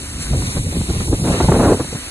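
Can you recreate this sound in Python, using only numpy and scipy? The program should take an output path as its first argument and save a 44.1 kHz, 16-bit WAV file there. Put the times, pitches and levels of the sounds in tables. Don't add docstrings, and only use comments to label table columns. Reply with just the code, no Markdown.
import sys
import numpy as np
from scipy import signal
from scipy.fft import rfft, irfft
from scipy.io import wavfile
from scipy.ndimage import uniform_filter1d

SR = 44100
rng = np.random.default_rng(int(sys.argv[2]) if len(sys.argv) > 2 else 0)


def voltage_ratio(level):
    return 10 ** (np.asarray(level, float) / 20)


def transcribe(signal):
    frames = np.atleast_2d(signal).T
    limited = np.clip(frames, -1, 1)
    pcm = np.round(limited * 32767).astype(np.int16)
    wavfile.write(sys.argv[1], SR, pcm)


N = 92610

# (time [s], level [dB], spectral tilt [dB per octave], echo off the deck [dB])
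JET_COURSE = [(0.0, -39, -0.4, -11), (0.18, -40, -1, -7.5), (0.23, -32.5, 0.7, -1),
              (0.27, -37.5, -0.7, -9.5), (0.58, -35.5, -1.4, 2), (0.61, -37, 0.7, -11),
              (0.85, -35, 0.2, -7), (1.03, -34.5, -0.5, -12), (1.11, -34, 2.4, -18.5),
              (1.16, -34.5, 0.6, -7), (1.23, -35.5, 2, -14), (1.27, -33, 0.5, 3), (1.33, -33, -2.36, -14.5),
              (1.7, -34.5, 0.4, 1), (1.77, -35, -0.2, -24), (1.78, -36, -0.1, -9), (2.01, -37.5, -0.5, 3),
              (2.1, -37.5, -0.5, -4)]


def unit(x):
    return x / np.sqrt(np.mean(x ** 2))


def column(table, at, index, log=False):
    rows = np.array(table, float)
    if log:
        return np.interp(np.log(at + 1e-9), np.log(rows[:, 0]), rows[:, index])
    return np.interp(at, rows[:, 0], rows[:, index])


def band(x, hz, octaves):
    f = np.fft.rfftfreq(N, 1 / SR) + 1e-9
    bell = np.exp(-0.5 * (np.log2(f / hz) / octaves) ** 2)
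    return irfft(rfft(x) * bell, N)


def noise_band(hz, octaves):
    return unit(band(rng.standard_normal(N), hz, octaves))


def walk(rate):
    hold = int(SR / rate)
    held = rng.standard_normal(2000)[np.arange(N) // hold]
    return 1.3 * uniform_filter1d(uniform_filter1d(held, hold), hold)


def bump(t, start, length):
    u = np.clip((t - start) / length, 0, None) * 3
    return u * np.exp(1 - u)


def spray(t):
    # (frequency [Hz], density [dB per Hz])
    jet_colour = [(200, -1.5), (900, -4.5), (2000, -0.66), (4500, -1), (6800, -3), (8200, -2.1),
                  (11000, 1.5)]
    jet_db, surge_db, flicker_db = 6, 1, 1.0
    drops_db, drop_scatter_db = -50, 2.5
    level_db = column(JET_COURSE, t, index=1)
    tilt_db = column(JET_COURSE, t, index=2)
    surge = surge_db * walk(15.0)
    hiss = 0
    for hz in 180 * 2 ** np.arange(0, 6.6, 0.5):
        db = column(jet_colour, hz, index=1, log=True) + 10 * np.log10(hz / 20000)
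        db = db + level_db + tilt_db * np.log2(hz / 8000)
        db = db + surge + flicker_db * walk(22.2)
        hiss = hiss + voltage_ratio(db + jet_db) * noise_band(hz, octaves=0.25)
    hits = (rng.random(N) < 0.004) * rng.standard_normal(N)
    clicks = hits * voltage_ratio(drop_scatter_db * rng.exponential(size=N))
    return hiss + voltage_ratio(drops_db) * unit(band(clicks, 1670, octaves=0.86))


def splashes(t):
    # (time [s], level [dB])
    splash_events = [(0.226, -47), (0.468, -24), (.505, -35), (0.61, -31.5), (0.779, -30.5), (0.817, -35.5),
                     (0.947, -37), (1, -28), (1.074, -33), (1.327, -26), (1.39, -25)]
    splash_hz, splash_s = 1850, 0.0067
    shape = sum(voltage_ratio(db) * bump(t, s - splash_s / 3, splash_s) for s, db in splash_events)
    return shape * noise_band(splash_hz, octaves=0.94)


def ports(near, loose, phases):
    # (frequency [Hz], share [dB])
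    echo_share = [(900, -1), (1500, -9), (2400, -4), (3350, -11), (4000, -4), (4900, -17), (6100, -7),
                  (7200, -20), (11500, -18)]
    f = np.fft.rfftfreq(N, 1 / SR)
    turn = np.exp(-0.5j * column(phases, f, index=1))
    share = np.clip(voltage_ratio(column(echo_share, f, index=1)) ** 2, 0, 1)
    direct = rfft(near) * np.sqrt(1 - share)
    left = direct * turn + rfft(loose[0]) * np.sqrt(share)
    right = direct / turn + rfft(loose[1]) * np.sqrt(share)
    return np.array([irfft(left, N), irfft(right, N)])


def wind(t):
    # (time [s], level [dB], brightness [dB per octave])
    wind_course = [(0.0, -26, -0.5), (0.29, -22.5, -1.5), (0.33, -12.5, -1.5), (0.53, -22, 0),
                   (0.58, -19, -1.5), (0.74, -20, 0.5), (0.79, -11, -2.8), (0.85, -21, 0.2),
                   (1.02, -14.5, -2.5), (1.05, -19, -1), (1.13, -10, -3), (1.18, -17, 0.9),
                   (1.31, -5.5, 0.44), (1.37, -17.5, 4.7), (1.51, -9, -1), (1.745, -4.5, 1.5),
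                   (1.765, -22, 5), (2.1, -44, -8.5)]
    # (time [s], peak [dB], length [s], brightness [dB per octave])
    puff_events = [(0.308, -8, 0.011, -5), (0.332, -39, 0.01, 3), (0.38, -38, 0.026, 6),
                   (0.422, -16.5, 0.0083, 10), (0.478, -25.5, 0.018, 7), (0.553, -18, 0.021, -6),
                   (0.569, -15, 0.018, 3), (0.634, -12.5, 0.043, -5.5), (0.725, -22, 0.029, 6),
                   (0.786, -14, 0.022, -2.5), (0.89, -21.5, 0.028, -3.5), (0.934, -12, 0.018, 2),
                   (1.006, -11, 0.011, 8), (1.081, -14.5, 0.01, 4.5), (1.128, -10, 0.019, 7),
                   (1.215, -21, 0.017, -9), (1.241, -22, 0.035, 19.5), (1.274, -25.5, 0.015, 24),
                   (1.297, -29, 0.018, 4), (1.31, -22.5, 0.065, 8), (1.402, -2.5, 0.02, 3),
                   (1.446, -5.5, 0.0083, -3.5), (1.495, -3, 0.0096, 1.5), (1.52, -3, 0.012, 6.5),
                   (1.539, -7, 0.03, 5), (1.587, -11.5, 0.037, 10), (1.626, -1.5, 0.046, 3.5),
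                   (1.659, -19, 0.036, -3), (1.696, -16, 0.017, 4), (1.723, -13, 0.017, 4),
                   (1.745, -10.5, .012, -5.5), (1.798, -6.5, 0.029, 2.5), (1.847, -24, .008, 11),
                   (1.927, -13.5, 0.019, 4), (1.951, -11.5, 0.018, 2), (0.327, -12.5, 0.022, 0),
                   (0.436, -14.5, 0.013, -4), (0.446, -23, .012, -6), (0.593, -11.5, .012, -4),
                   (0.665, -10.5, 0.0063, -7.5), (0.767, -14, 0.016, -0.5), (0.814, -14, 0.0092, 5.5),
                   (0.898, -13.5, 0.017, -1.5), (0.959, -11.5, 0.01, -4), (1.13, -12, 0.015, -11.5),
                   (1.301, -10.5, 0.0069, 2), (1.34, -31, 0.0093, 10), (1.486, 2, 0.0095, 0.5),
                   (1.553, -7.5, 0.019, 2)]
    # (frequency [Hz], density [dB per Hz], gain per wind level [dB per dB])
    wind_colour = [(30.4, -12.5, 0.64), (67.6, 0.1, 0.89), (191.4, -9, 0.9), (363, -13.5, 1.35),
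                   (712, -25.5, 1.38), (1196, -34.5, 1.33), (2250, -53.5, 1.24)]
    steady_db, puff_db, ref_db, wind_db = -5, -7, -13, -18.5
    flutter_db, flutter_hz = 2.0, 60
    eddy_db, eddy_cycles = 1.5, 4.5

    puffs = np.array([voltage_ratio(db + puff_db) * bump(t, s - 0.003, max(length, 0.006))
                      for s, db, length, _ in puff_events])
    steady = voltage_ratio(column(wind_course, t, index=1) + steady_db)
    push = steady + puffs.sum(0)
    puff_bright = (puffs * np.array(puff_events)[:, 3:]).sum(0)
    bright = (steady * column(wind_course, t, index=2) + puff_bright) / push
    speed_db = 20 * np.log10(push) - ref_db + flutter_db * walk(flutter_hz)
    rumble = 0
    for hz in 40 * 2 ** np.arange(0, 6.5, 0.5):
        db = column(wind_colour, hz, index=1, log=True) + 10 * np.log10(hz / 100)
        db = db + bright * np.log2(hz / 200)
        db = db + column(wind_colour, hz, index=2, log=True) * speed_db
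        db = db + eddy_db * walk(hz / eddy_cycles)
        gain = uniform_filter1d(voltage_ratio(db + wind_db), int(SR / hz))
        rumble = rumble + gain * noise_band(hz, octaves=0.31)
    return rumble


def hum():
    hum_hz, width_hz, hum_db = 267, 62, -39.5
    return voltage_ratio(hum_db) * noise_band(hum_hz, octaves=width_hz / hum_hz)


def scene():
    # (frequency [Hz], phase [rad])
    phases_away = [(3300, 9.42), (3950, 6.3), (4500, 4), (4850, 3.3), (5600, 3), (6100, 2.2)]
    # (frequency [Hz], phase [rad])
    phases_facing = [(900, 12.56), (1400, 12.1), (1900, 11), (2400, 10.2), (3100, 9.6), (3550, 9.3),
                     (4050, 6.3), (4700, 3.5), (5400, 2.9), (6050, 1.6)]
    # (frequency [Hz], phase [rad])
    phases_top = [(6600, .8), (7100, .2), (9500, -.2), (10150, -1), (10700, -2.1), (11200, -3.1)]
    # (time [s], share facing the nozzle [0-1])
    pan = [
        (0, 0.94),
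        (.27, 0.89),
        (.36, 0.27),
        (.56, 0.23),
        (.62, 0.11),
        (1.22, 0),
        (1.4, 0.3),
        (1.78, 0.75),
        (2.1, 0.98),
    ]
    echo_db, wind_side_db = 14, -9.5
    t = np.arange(N) / SR
    echo = voltage_ratio(np.minimum(column(JET_COURSE, t, index=3) + echo_db, 2))
    near = spray(t) + splashes(t)
    loose = (echo * spray(t), echo * spray(t))
    facing = np.clip(column(pan, t, index=1), 0, 1)
    jet = facing * ports(near, loose, phases_facing + phases_top)
    jet = jet + (1 - facing) * ports(near, loose, phases_away + phases_top)
    gusts = wind(t)
    other = voltage_ratio(wind_side_db) * signal.hilbert(gusts).imag
    return jet + gusts + np.array([other, -other]) + hum()


def joint_stereo(mid, side):
    # (frequency [Hz], ratio [dB])
    step_ratios = [(200, 24), (700, 16), (1100, 10), (1600, 7), (5000, 8), (6300, 6), (8500, 11),
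                   (11000, 8)]
    size, start, bins, band_share = 1024, 923, 560, 0.1
    mid_drop_db, side_drop_db, jitter_spread_db = -8, -8, 2.5

    window = signal.windows.kaiser_bessel_derived(2 * size, 4 * np.pi)
    pad = 2 * size - start
    pair = np.pad([mid, side], ((0, 0), (pad, 3 * size)))
    at = size * np.arange(pair.shape[1] // size - 1)[:, None] + np.arange(2 * size)
    phase = np.outer(np.arange(2 * size) + 0.5 + size / 2, np.arange(bins) + 0.5)
    basis = window[:, None] * np.cos(np.pi / size * phase)
    spec = pair[:, at] @ basis

    edges = [0]
    while edges[-1] < bins - 32:
        edges.append(edges[-1] + int(np.clip(edges[-1] * band_share, 4, 32)))
    widths = np.diff(edges + [bins])
    hz = np.array(edges) * SR / 2 / size

    power = np.add.reduceat(spec ** 2, edges, axis=2) / widths + 1e-18
    jitter_db = jitter_spread_db * rng.standard_normal(power.shape)
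    lead_db = 10 * np.log10(power[0] / power[1]) + jitter_db[0]
    keep = np.array([lead_db > mid_drop_db, (-lead_db > side_drop_db) | (hz < 1500)])
    ratio_db = column(step_ratios, hz, index=1, log=True) + jitter_db[1]
    step = np.repeat(np.sqrt(power.max(0)) / voltage_ratio(ratio_db), widths, axis=1)
    whole = np.floor((abs(spec) / step) ** 0.75 + 0.4054) ** (4 / 3) * np.sign(spec)

    frames = (whole * step * np.repeat(keep, widths, axis=2)) @ basis.T * 2 / size
    out = np.zeros((2, len(at) + 1, size))
    out[:, :-1] += frames[..., :size]
    out[:, 1:] += frames[..., size:]
    return out.reshape(2, -1)[:, pad:pad + N]


def roll_off(x):
    return signal.sosfilt(signal.butter(12, 12200, fs=SR, output="sos"), x)


def record(dry):
    ceiling, top_hz, mono_below_hz = 0.9, 11750, 1004
    f = np.fft.rfftfreq(N, 1 / SR) + 1e-9
    rounded = ceiling * np.tanh(dry / ceiling)
    left, right = rfft(rounded) / (1 + (f / top_hz) ** 60)
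    mid = irfft(left + right, N) / 2
    side = irfft((left - right) / (1 + (mono_below_hz / f) ** 12), N) / 2
    mid, side = joint_stereo(mid, side)
    return roll_off(np.array([mid + side, mid - side]))


dry = scene()
out = record(dry)
transcribe(out)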